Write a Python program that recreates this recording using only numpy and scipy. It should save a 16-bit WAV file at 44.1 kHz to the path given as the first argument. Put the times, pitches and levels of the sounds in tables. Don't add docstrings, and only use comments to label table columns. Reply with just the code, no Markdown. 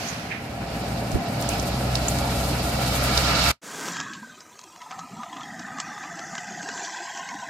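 import sys
import numpy as np
from scipy import signal
from scipy.fft import rfft, irfft, next_fast_len
from scipy.io import wavfile
from scipy.ndimage import uniform_filter1d

SR = 44100
rng = np.random.default_rng(int(sys.argv[2]) if len(sys.argv) > 2 else 0)


def materialize(psi):
    bounded = np.clip(np.atleast_2d(psi).T, -1, 1)
    quanta = np.round(bounded * 32767).astype(np.int16)
    wavfile.write(sys.argv[1], SR, quanta)


N = 330309
TIME = np.arange(N) / SR
FFT_SIZE = next_fast_len(N, real=True)
BIN_HZ = np.maximum(np.arange(FFT_SIZE // 2 + 1) * SR / FFT_SIZE, 1)
WINDOW_END_S, FORD_START_S = 3.517, 3.615

# frequency_hz, relative_db
RUMBLE_SPECTRUM = [(12, -54), (30, -44), (44, -11), (62, -4.5), (88, 1), (190, 3), (270, -0.5), (315, -2.5),
                   (345, -9.5), (450, -5), (600, -30)]
ROAR_SPECTRUM = [(330, -17), (450, -11), (540, 5), (610, 5), (700, 3), (800, -3), (900, -3), (1050, -5),
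                 (1500, -21)]
RUSH_SPECTRUM = [(600, -48), (850, 5), (1130, -3.5), (1400, 4), (1600, 1.5), (1850, 1.5), (2050, -1.5),
                 (2300, 0.5), (2800, -0.5), (3200, -11), (4200, -41)]
HISS_SPECTRUM = [(2500, -1), (3300, 2), (4000, 4.5), (4700, 5), (5600, 1), (6200, -6.5), (7100, -3.5),
                 (7700, -9.5), (9000, -11.5)]
SPRAY_SPECTRUM = [(6000, 3.5), (7800, 2.5), (8500, 4), (10000, 1.5), (13000, 2), (14200, -0.5),
                  (14800, -16), (16000, -36)]
# frequency_hz, correlation
EAR_CORRELATION = [(25, 0.9), (60, 1), (130, 1), (290, 0.98), (640, 0.57), (1400, 0.15), (3000, 0.025),
                   (15000, 0.089)]
# time_s, gain_db
APPROACH = [(0, -5), (.3, -6.5), (.7, -2), (1.4, 0.5), (3.5, 2)]
OPENNESS = [(.4, -11.5), (.78, -3), (1.27, -3), (1.47, 2.5), (1.75, 1), (2.2, 4.5)]
# delay_s, gain
FRAME_ECHOES = [(.0009, 0.07), (.0026, 0.1), (.0047, 0.3), (.0083, 0.35)]
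# centre_hz, width_hz, relative_db
HOLLOW_MODES = [(563.4, 22, -10.5), (698.4, 53, 1), (786.5, 40, -2.5)]
OPEN_WATER_MODES = [(1225, 72, 0.5), (1354, 95, 3.5), (2266, 74, -2.5)]
# time_s, pitch_hz, fundamental_db, octave_db
DRONE_COURSE = [(0, 59.2, -69, -51), (.6, 60, -42, -41.5), (.8, 59.64, -38, -37), (1.05, 59.7, -42, -32),
                (1.24, 60.04, -51, -45), (1.4, 60.95, -42, -27.5), (1.52, 61, -34.5, -42),
                (1.7, 62.1, -32.5, -32), (3.5, 63.4, -30.5, -31.5)]
# peak_s, level_db, centre_hz, width_octaves, decay_s, left_minus_right_db
TICKS = [(1.118, -30, 6440, 1.2, 0.0018, -2), (1.413, -32, 11000, .7, 0.0034, 7),
         (1.425, -25, 5200, 1.3, .002, 0), (1.491, -17.5, 7160, 0.79, 0.0016, -2),
         (1.598, -24, 6000, 0.53, 0.0024, -4), (1.955, -16, 4540, 0.69, .0018, -10),
         (2.084, -17, 7120, 0.23, .004, -2), (2.187, -25, 5500, 1.4, .002, -4),
         (2.442, -35.5, 11200, .9, .002, 0), (2.88, -30.5, 9500, 0.69, .0014, 10),
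         (3.039, -22.5, 11000, 0.72, .002, 4), (3.177, -11, 4600, 0.62, .0014, -5)]
# peak_s, level_db, centre_hz, width_octaves, rise_s, decay_s, left_minus_right_db
RUSTLES = [(0.083, -35, 1640, 1.6, 0.39, 0.28, -2), (.08, -40.5, 4940, 0.77, .4, 0.16, -13),
           (.05, -52, 10600, 0.63, .4, 0.2, 16), (.09, -36.5, 6440, 0.27, .015, 0.014, -13),
           (0.317, -29.5, 2100, 0.56, 0.011, 0.047, -6.5), (1.155, -19.5, 110, 2.8, 0.011, 0.02, -6.5),
           (1.521, -37, 2680, .3, 0.018, 0.039, -13.5), (.78, -47, 8600, 1.2, .04, .05, 4),
           (2.239, -30, 890, 0.16, .03, .04, -1)]
# pitch_hz, gain_db, t60_s
BUMP_MODES = [(69.6, 10, 0.094), (103, 2, 0.05)]

# centre_hz, width_hz, gain_db
BABBLE_BANDS = [(763.4, 180, -3), (993.7, 135, -4.5), (1260, 140, -4.5), (1565, 150, -1), (1872, 340, -2.5)]
# time_s, level_db
DEEP_BABBLE = [(3.63, -54), (3.82, -45), (4.03, -49), (4.08, -69), (4.7, -58), (4.92, -48), (5.12, -48),
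               (5.24, -42.5), (5.7, -42), (6.7, -38.5), (7.49, -40)]
LOW_BABBLE = [(3.63, -60), (3.69, -47), (3.9, -38), (4.26, -58.5), (4.79, -49.5), (4.9, -44), (5.1, -47),
              (5.3, -46), (5.39, -39), (5.59, -59), (5.65, -47), (6.39, -51), (6.59, -53), (6.65, -40.5),
              (7.4, -36.5), (7.49, -39)]
MIDDLE_BABBLE = [(3.63, -59), (3.7, -47), (4.03, -38.5), (4.19, -54), (4.65, -56.5), (5.02, -40),
                 (5.1, -47.5), (5.27, -41), (5.32, -56), (5.39, -42.5), (5.56, -50), (5.74, -38),
                 (6.39, -44), (6.45, -49), (6.85, -52), (6.95, -70), (7.49, -72)]
HIGH_BABBLE = [(3.63, -60), (3.69, -47), (3.99, -38.5), (4.28, -49.5), (4.35, -58), (4.89, -74),
               (4.91, -58), (5.05, -100), (5.6, -44.5), (6.32, -46.5), (6.35, -40), (6.56, -46),
               (6.64, -39), (7.49, -44.5)]
TOP_BABBLE = [(3.63, -61), (4.0, -39), (4.2, -58), (4.77, -81), (4.82, -43), (4.84, -66), (4.91, -48),
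              (5.09, -60), (5.51, -41), (7.33, -42), (7.46, -47), (7.49, -36)]
# start_s, level_db, pitch_hz, t60_s
SINGLE_BUBBLES = [(4.008, -27, 1640, .07), (4.01, -34, 1140, 0.09), (4.062, -31, 1694, .08),
                  (4.062, -31, 1090, 0.075), (4.09, -34, 1547, 0.16), (4.1, -32, 1094, 0.077),
                  (4.15, -36.5, 1080, .12), (4.22, -34.5, 227, 0.14), (4.228, -37, 1560, 0.16),
                  (4.229, -28.5, 980, 0.041), (4.295, -35, 1526, 0.058), (4.376, -40, 1250, 0.079),
                  (4.81, -34.5, 983, 0.15), (4.86, -33, 873, 0.078), (4.91, -31.5, 765, 0.15),
                  (4.921, -28, 1264, 0.065), (4.98, -29, 770, 0.074), (4.993, -31.5, 1285, 0.13),
                  (5.167, -34, 753, 0.11), (5.185, -28, 222, 0.09), (5.19, -33, 1214, .14),
                  (5.198, -32, 989, 0.16), (5.232, -27, 1190, 0.055), (5.234, -40, 3669, .035),
                  (5.327, -28, 1008, 0.075), (5.327, -35, 3250, .055), (5.361, -30, 260, 0.053),
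                  (5.363, -33, 1200, .1), (5.366, -37, 3412, 0.049), (5.395, -30, 1225, .08),
                  (5.409, -36, 3420, 0.045), (5.432, -33.5, 3240, 0.054), (6.666, -29, 773, .07),
                  (6.686, -31, 415, 0.05), (7.0, -37, 343, 0.11), (7.287, -28, 2160, 0.057),
                  (7.306, -28, 980, 0.054), (7.344, -30.5, 292, 0.071)]
# impact_s, plop_db, slap_db, fizz_db, spatter_decay_s
DROPS = [(3.857, -39, -33, -36, .004), (3.8855, -27, -34, -28, 0.0045), (3.969, -23.5, -34, -30, 0.0038),
         (4.0023, -24, -28, -23.5, 0.0035), (4.012, -27, -52, -28, 0.003), (4.135, -50, -34, -34, 0.02),
         (4.4062, -50, -59, -35, 0.0092), (4.592, -39, -48, -34, 0.006), (4.615, -58, -53, -39, .003),
         (4.64, -49, -53, -36, .003), (4.762, -36, -56, -44, .004), (4.818, -52, -39.5, -41, 0.01),
         (4.91, -28, -46, -41, 0.0044), (4.915, -30, -42, -36, 0.0026), (4.9226, -31, -43, -49, 0.015),
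         (4.9915, -28, -50, -33, 0.012), (5.17, -40, -52, -51, .003), (5.2338, -29.5, -40, -44, 0.0057),
         (5.329, -40, -44, -45, 0.022), (5.369, -39, -38, -43, 0.012), (5.409, -39, -40, -43, 0.0073),
         (5.4336, -42, -42, -39, .011), (5.595, -36, -51, -32, 0.0073), (5.7864, -27, -50, -32, .002),
         (5.802, -25, -32, -19, 0.0079), (5.979, -29, -55, -52, 0.0027), (6.038, -28, -42, -49, 0.014),
         (6.193, -32, -41, -31, 0.006), (6.354, -27.5, -38, -30, 0.0034), (6.382, -29, -30, -28, 0.0086),
         (6.63, -30.5, -38, -34, 0.0044), (6.6895, -31, -32, -28, 0.01), (6.778, -32, -36, -36, 0.0056),
         (6.849, -44, -43, -27, 0.011), (6.897, -36, -49, -35, .005), (7.175, -52, -39.5, -29, 0.013),
         (7.29, -42, -49, -32.5, .004), (7.344, -50, -47, -36, 0.0026)]
# low_hz, high_hz
DROP_BANDS = [(750, 1550), (2200, 3600), (4600, 7850)]
DROP_BUBBLES_HZ = [1214, 2350, 3580, 4460, 6730]
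# frequency_hz, gain_db
SURGE_SPECTRUM = [(130, -10), (300, 1), (550, -1.5), (750, -8), (1200, -4), (1900, -5.5), (2300, -10.5),
                  (4000, -14), (7000, -8), (10000, -18.5), (15000, -25), (16000, -31)]
GURGLE_SPECTRUM = [(25, -40), (60, -23), (100, -11), (160, -1.5), (220, -0.5), (280, -3.5), (350, -56),
                   (480, -12.5)]
TRICKLE_SPECTRUM = [(1600, -5), (2400, 11), (2750, 8), (3000, 8), (3300, 11), (3700, 7.5), (4200, 9),
                    (4700, 2), (5200, -28)]
PATTER_SPECTRUM = [(3600, -29), (4500, 1.5), (5200, 3), (6200, 6), (6900, 5.5), (7800, 4.5), (8150, -16),
                   (10000, -16)]
WASH_SPECTRUM = [(120, -14), (270, 0), (340, -10), (410, 6.5), (600, 6.5), (900, -0.5), (1300, -3),
                 (2000, 4), (3000, -22)]
MIST_SPECTRUM = [(6500, -36), (8200, 13.5), (9200, 9.5), (10500, 3), (12500, 3), (15000, 4), (16000, -16)]
# time_s, relative_db
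GURGLE_LEVEL = [(3.64, -57), (3.97, -39.5), (4.25, -50), (4.42, -62.5), (4.83, -64), (5.02, -46.5),
                (5.2, -43.5), (5.28, -57), (5.35, -48), (5.65, -42), (6.0, -49.5), (6.4, -45.5), (6.7, -44),
                (6.82, -52), (7.02, -62), (7.38, -47), (7.49, -52)]
TRICKLE_LEVEL = [(3.63, -55), (3.97, -43.5), (4.2, -55.5), (4.7, -59), (5.3, -55), (5.7, -54.5),
                 (5.95, -50.5), (6.25, -56), (6.55, -51.5), (6.79, -46), (7.1, -47), (7.49, -50.5)]
PATTER_LEVEL = [(3.63, -56), (3.94, -38.5), (4.23, -57), (4.6, -58), (4.75, -57.5), (5.4, -54), (5.6, -53),
                (6.2, -46.5), (6.6, -44), (6.78, -39), (6.95, -39), (7.1, -44), (7.49, -50)]
WASH_LEVEL = [(3.63, -61), (4.1, -55), (4.35, -60.5), (4.7, -59.5), (5.3, -59.5), (6.2, -55), (6.7, -51.5),
              (6.95, -55.5), (7.49, -56.5)]


def torrent(turn_s=2.687, turn_db_per_s=13):
    near_db, = in_time(APPROACH)
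    open_db, = in_time(OPENNESS)
    turn_db = turn_db_per_s * np.maximum(TIME - turn_s, 0)
    rumble = white_water(RUMBLE_SPECTRUM, per_s=5000, spread_db=2.75, churn_db=0.56, churn_hz=22)
    roar = white_water(ROAR_SPECTRUM, 4000, 1.3, 0.95, 21) * panned(-0.37)
    hollow = resonances(HOLLOW_MODES)
    rush = frame_reflections(white_water(RUSH_SPECTRUM, 7000, 3.9, 0.99, 22)) * panned(-0.64)
    open_water = resonances(OPEN_WATER_MODES) * panned(-6)
    hiss = frame_reflections(white_water(HISS_SPECTRUM, 14000, 2, 1, 23)) * panned(-5)
    spray = white_water(SPRAY_SPECTRUM, 12000, 1.6, 2.35, 16) * panned(9)
    return (from_db(-30.5 + near_db) * rumble
            + from_db(-34.5 + 1.34 * near_db) * roar
            + from_db(-36.5 + near_db) * hollow
            + from_db(-37.5 + 0.52 * open_db + turn_db) * rush
            + from_db(-46.5 + open_db + 1.2 * turn_db) * open_water
            + from_db(-39.5 + open_db + turn_db) * hiss
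            + from_db(-45.5 + 1.12 * open_db + 0.51 * turn_db) * spray)


def white_water(spectrum, per_s, spread_db, churn_db, churn_hz):
    mid, side = rfft([pops(per_s, spread_db), pops(per_s, spread_db)], FFT_SIZE)
    correlation = at_bins(EAR_CORRELATION)
    ears = np.sqrt(1 + correlation) * mid + np.sqrt(1 - correlation) * side * [[1], [-1]]
    water = irfft(ears * from_db(at_bins(spectrum, outside=-90)), FFT_SIZE)[:, :N]
    return rms_one(water * flicker(churn_db, churn_hz))


def resonances(modes):
    return rms_one(sum(from_db(db) * rms_one(band(pops(5000, 1.7), hz - width / 2, hz + width / 2))
                       for hz, width, db in modes))


def frame_reflections(direct):
    out = direct.copy()
    for delay_s, gain in FRAME_ECHOES:
        for ear, path_ratio in enumerate((1, 1.13)):
            lag = round(delay_s * path_ratio * SR)
            out[ear, lag:] += gain * direct[ear, :-lag]
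    return rms_one(out)


def babble():
    envelopes = DEEP_BABBLE, LOW_BABBLE, MIDDLE_BABBLE, HIGH_BABBLE, TOP_BABBLE
    out = np.zeros(N)
    for (hz, width, db), envelope in zip(BABBLE_BANDS, envelopes):
        low, high = hz - width / 2, hz + width / 2
        noise = rms_one(band(pops(600, 0), low, high, order=4))
        tones = plinks(width / 3, low, high, cycles=91, glide=0.02, spread_db=11)
        lapping = wandering(noise + 1.1 * tones, depth=0.015, rate_hz=3) * flicker(1.1, 14.7)
        out += from_db(db) * gain_curve(envelope) * evened(lapping)
    return out


def single_bubbles(swell_s=0.0024, glide=0.029):
    out = np.zeros(N + SR)
    age = np.arange(SR // 4) / SR
    for start_s, db, hz, t60 in SINGLE_BUBBLES:
        envelope = from_db(db - 60 * age / t60) * (1 - np.exp(-age / swell_s))
        at = round(start_s * SR)
        out[at:at + len(age)] += envelope * np.sin(2 * np.pi * hz * age * (1 + glide * age / t60))
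    return out[:N]


def plinks(per_s, low_hz, high_hz, cycles, glide, spread_db):
    out = np.zeros(N + SR)
    for when, pitch, strength in rng.random((int(per_s * N / SR), 3)):
        hz = low_hz * (high_hz / low_hz) ** pitch
        t60 = cycles / hz
        age = np.arange(int(t60 * SR)) / SR
        envelope = from_db(spread_db * strength - 60 * age / t60) * (1 - np.exp(-age * hz))
        at = int(when * N)
        out[at:at + len(age)] += envelope * np.sin(2 * np.pi * hz * age * (1 + glide * age / t60))
    return rms_one(out[:N])


def drops(gain_db=-6, spatter_rise_s=0.0037, rebound_s=0.00096, bubble_q=14, top_hz=7900):
    out, lead = np.zeros(N + SR), SR // 70
    age = (np.arange(SR // 11) - lead) / SR
    for impact_s, *levels_db, decay_s in DROPS:
        hit = 0.077 * rms_one(rng.laplace(size=len(age))) * swell(age, spatter_rise_s, decay_s)
        hit[lead] += 1
        hit[lead + round(rebound_s * SR * (0.5 + rng.random()))] -= 0.6
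        pitches = DROP_BUBBLES_HZ * np.exp(0.14 * rng.standard_normal(len(DROP_BUBBLES_HZ)))
        hit += 1.1 * sum(signal.lfilter(*signal.iirpeak(hz, bubble_q, fs=SR), hit) for hz in pitches)
        at = round(impact_s * SR) - lead
        for (low, high), db in zip(DROP_BANDS, levels_db):
            forward = band(hit, low, high, order=1)
            part = band(forward[::-1], low, high, order=1)[::-1]
            power = uniform_filter1d(part ** 2, size=SR // 400, mode="constant")
            out[at:at + len(age)] += from_db(db + gain_db) * part / np.sqrt(power.max())
    return signal.sosfilt(signal.ellip(6, 0.5, 28, top_hz, fs=SR, output="sos"), out[:N] + 1e-18)


def surge(peak_s=3.875, level_db=-33.5):
    envelope = from_db(level_db) * swell(TIME - peak_s, rise_s=0.25, decay_s=0.051)
    return envelope * coloured(pops(9000, 3.9), SURGE_SPECTRUM)


def drone(waver=0.0035):
    hz, fundamental_db, octave_db = in_time(DRONE_COURSE)
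    phase = 2 * np.pi * np.cumsum(hz * (1 + waver * drift(2.4))) / SR
    fundamental = from_db(fundamental_db) * flicker(2.5, 29) * np.sin(phase)
    octave = from_db(octave_db) * flicker(0.2, 3.7) * np.sin(2 * phase)
    return np.sqrt(2) * (fundamental + octave)


def ticks():
    out = np.zeros((2, N))
    for peak_s, db, hz, octaves, decay_s, lean_db in TICKS:
        tick = puff(peak_s, hz, octaves, 0.001, decay_s) * panned(lean_db)
        room = puff(peak_s, hz, octaves=1.7, rise_s=0.0026, decay_s=0.026)
        crack = puff(peak_s, 6500, octaves=2, rise_s=0.00091, decay_s=0.005)
        out += from_db(db) * (tick + from_db(-17) * crack + from_db(-16) * room)
    return out


def bump(start_s=1.15, level_db=-26):
    age = np.maximum(TIME - start_s, 0)
    return sum(from_db(level_db + db - 60 * age / t60) * np.sin(2 * np.pi * hz * age)
               for hz, db, t60 in BUMP_MODES)


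def rustles():
    return sum(from_db(db) * panned(lean_db) * puff(peak_s, *shape)
               for peak_s, db, *shape, lean_db in RUSTLES)


def gurgle(gain_db=-0.6):
    glugs = plinks(44.3, 155.4, 303.4, cycles=24.5, glide=0.14, spread_db=12)
    churn = coloured(pops(500, 0.58) * flicker(2.3, 28), GURGLE_SPECTRUM)
    return from_db(gain_db) * gain_curve(GURGLE_LEVEL) * evened(0.57 * churn + 0.61 * glugs)


def trickle(droplets):
    hiss = shimmer(2024, 4580, bands=18, rate_hz=2.9)
    pings = plinks(52, 2425, 4480, cycles=260, glide=0.017, spread_db=10)
    water = 0.37 * droplets + 0.5 * hiss + 0.3 * pings
    return gain_curve(TRICKLE_LEVEL) * coloured(water, TRICKLE_SPECTRUM)


def patter():
    envelope_db, = in_time(PATTER_LEVEL)
    swell_db = envelope_db - envelope_db[TIME > FORD_START_S].mean()
    crackle = coloured(pops(2200, 3) * flicker(2, 27), PATTER_SPECTRUM)
    fizz = coloured(shimmer(4420, 7853, bands=24, rate_hz=8.3), PATTER_SPECTRUM)
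    return from_db(-55 + swell_db) * crackle + from_db(-50.5 + 0.84 * swell_db) * fizz


def shimmer(low_hz, high_hz, bands, rate_hz, flare_db=8):
    edges, out = np.linspace(low_hz, high_hz, bands + 1), np.zeros(N)
    for low, high in zip(edges, edges[1:]):
        flare = from_db(flare_db * np.clip(drift(rate_hz), -2, 1.5))
        out += flare * band(pops(230, 0), low, high)
    return rms_one(out)


def wash():
    bursts = coloured(pops(1500, 5.2) * flicker(1.5, 12), WASH_SPECTRUM)
    rings = plinks(30, 296, 393, cycles=41, glide=0.064, spread_db=17)
    return gain_curve(WASH_LEVEL) * (bursts + 0.8 * rings)


def ambience(droplets):
    murmur = flicker(1.2, 5.2) * rms_one(band(rng.standard_normal(N), 71, 230))
    mist = coloured(0.59 * rng.standard_normal(N) + 0.31 * droplets, MIST_SPECTRUM)
    return from_db(-70) * murmur + from_db(-64) * mist


def pops(per_s, spread_db):
    moments = np.flatnonzero(rng.random(N) < per_s / SR)
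    sizes = np.minimum(rng.exponential(1, len(moments)), 4)
    out = np.zeros(N)
    out[moments] = from_db(spread_db * sizes) * rng.choice([-1, 1], len(moments))
    return rms_one(out)


def puff(peak_s, hz, octaves, rise_s, decay_s):
    out = np.zeros((2, N))
    active = (TIME > peak_s - 6 * rise_s) & (TIME < peak_s + 8 * decay_s)
    age = TIME[active] - peak_s
    edge_ratio = 2 ** (octaves / 2)
    noise = rms_one(band(rng.standard_normal((2, len(age))), hz / edge_ratio, hz * edge_ratio))
    out[:, active] = noise * swell(age, rise_s, decay_s)
    return out


def swell(age, rise_s, decay_s):
    return np.exp(np.minimum(age / rise_s, -age / decay_s))


def drift(rate_hz, hop=40, settle=2000):
    pole = np.exp(-2 * np.pi * rate_hz * hop / SR)
    noise = rng.standard_normal(N // hop + settle + 2)
    slow = signal.lfilter([1], [1, -2 * pole, pole * pole], noise)[settle:]
    return np.interp(np.arange(N) / hop, np.arange(len(slow)), rms_one(slow))


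def flicker(depth_db, rate_hz):
    return from_db(depth_db * drift(rate_hz))


def wandering(x, depth, rate_hz):
    return np.interp(np.cumsum(1 + depth * drift(rate_hz)), np.arange(N), x, period=N)


def evened(x):
    power = np.maximum(uniform_filter1d(x ** 2, size=SR // 6), 0)
    return x / np.sqrt(power + 1e-6)


def coloured(x, spectrum):
    gain = from_db(at_bins(spectrum, outside=-90))
    return rms_one(irfft(rfft(x, FFT_SIZE) * gain, FFT_SIZE)[..., :N])


def band(x, low_hz, high_hz, order=2):
    edges_hz = [low_hz, min(high_hz, 0.45 * SR)]
    return signal.sosfilt(signal.butter(order, edges_hz, "band", fs=SR, output="sos"), x + 1e-18)


def panned(lean_db):
    return from_db(np.array([[0.5], [-0.5]]) * lean_db)


def at_bins(points, outside=None):
    hz, value = np.transpose(points)
    return np.interp(np.log(BIN_HZ), np.log(hz), value, outside, outside)


def in_time(rows):
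    time_s, *columns = np.transpose(rows)
    return [np.interp(TIME, time_s, column) for column in columns]


def gain_curve(rows):
    return from_db(in_time(rows)[0])


def from_db(db):
    return 10 ** (np.asarray(db) / 20)


def rms_one(x):
    return x / np.sqrt(np.mean(x ** 2) + 1e-20)


def scene():
    window = torrent() + drone() + bump() + rustles() + ticks()
    droplets = pops(700, 1.8) * flicker(3, 27)
    ford = babble() + single_bubbles() + drops() + surge()
    ford += gurgle() + trickle(droplets) + patter() + wash() + ambience(droplets)
    fade_out = np.clip((WINDOW_END_S - TIME) / 0.003, 0, 1)
    tail = from_db(-16) * swell(TIME - WINDOW_END_S, 0.013, 0.013)
    fade_in = np.clip((TIME - FORD_START_S) / 0.023, 0, 1)
    return (fade_out + tail) * window + fade_in * ford


def record(dry, cutoff_hz=15900):
    return signal.sosfilt(signal.ellip(10, 0.1, 80, cutoff_hz, fs=SR, output="sos"), dry)


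dry = scene()
out = record(dry)
materialize(out)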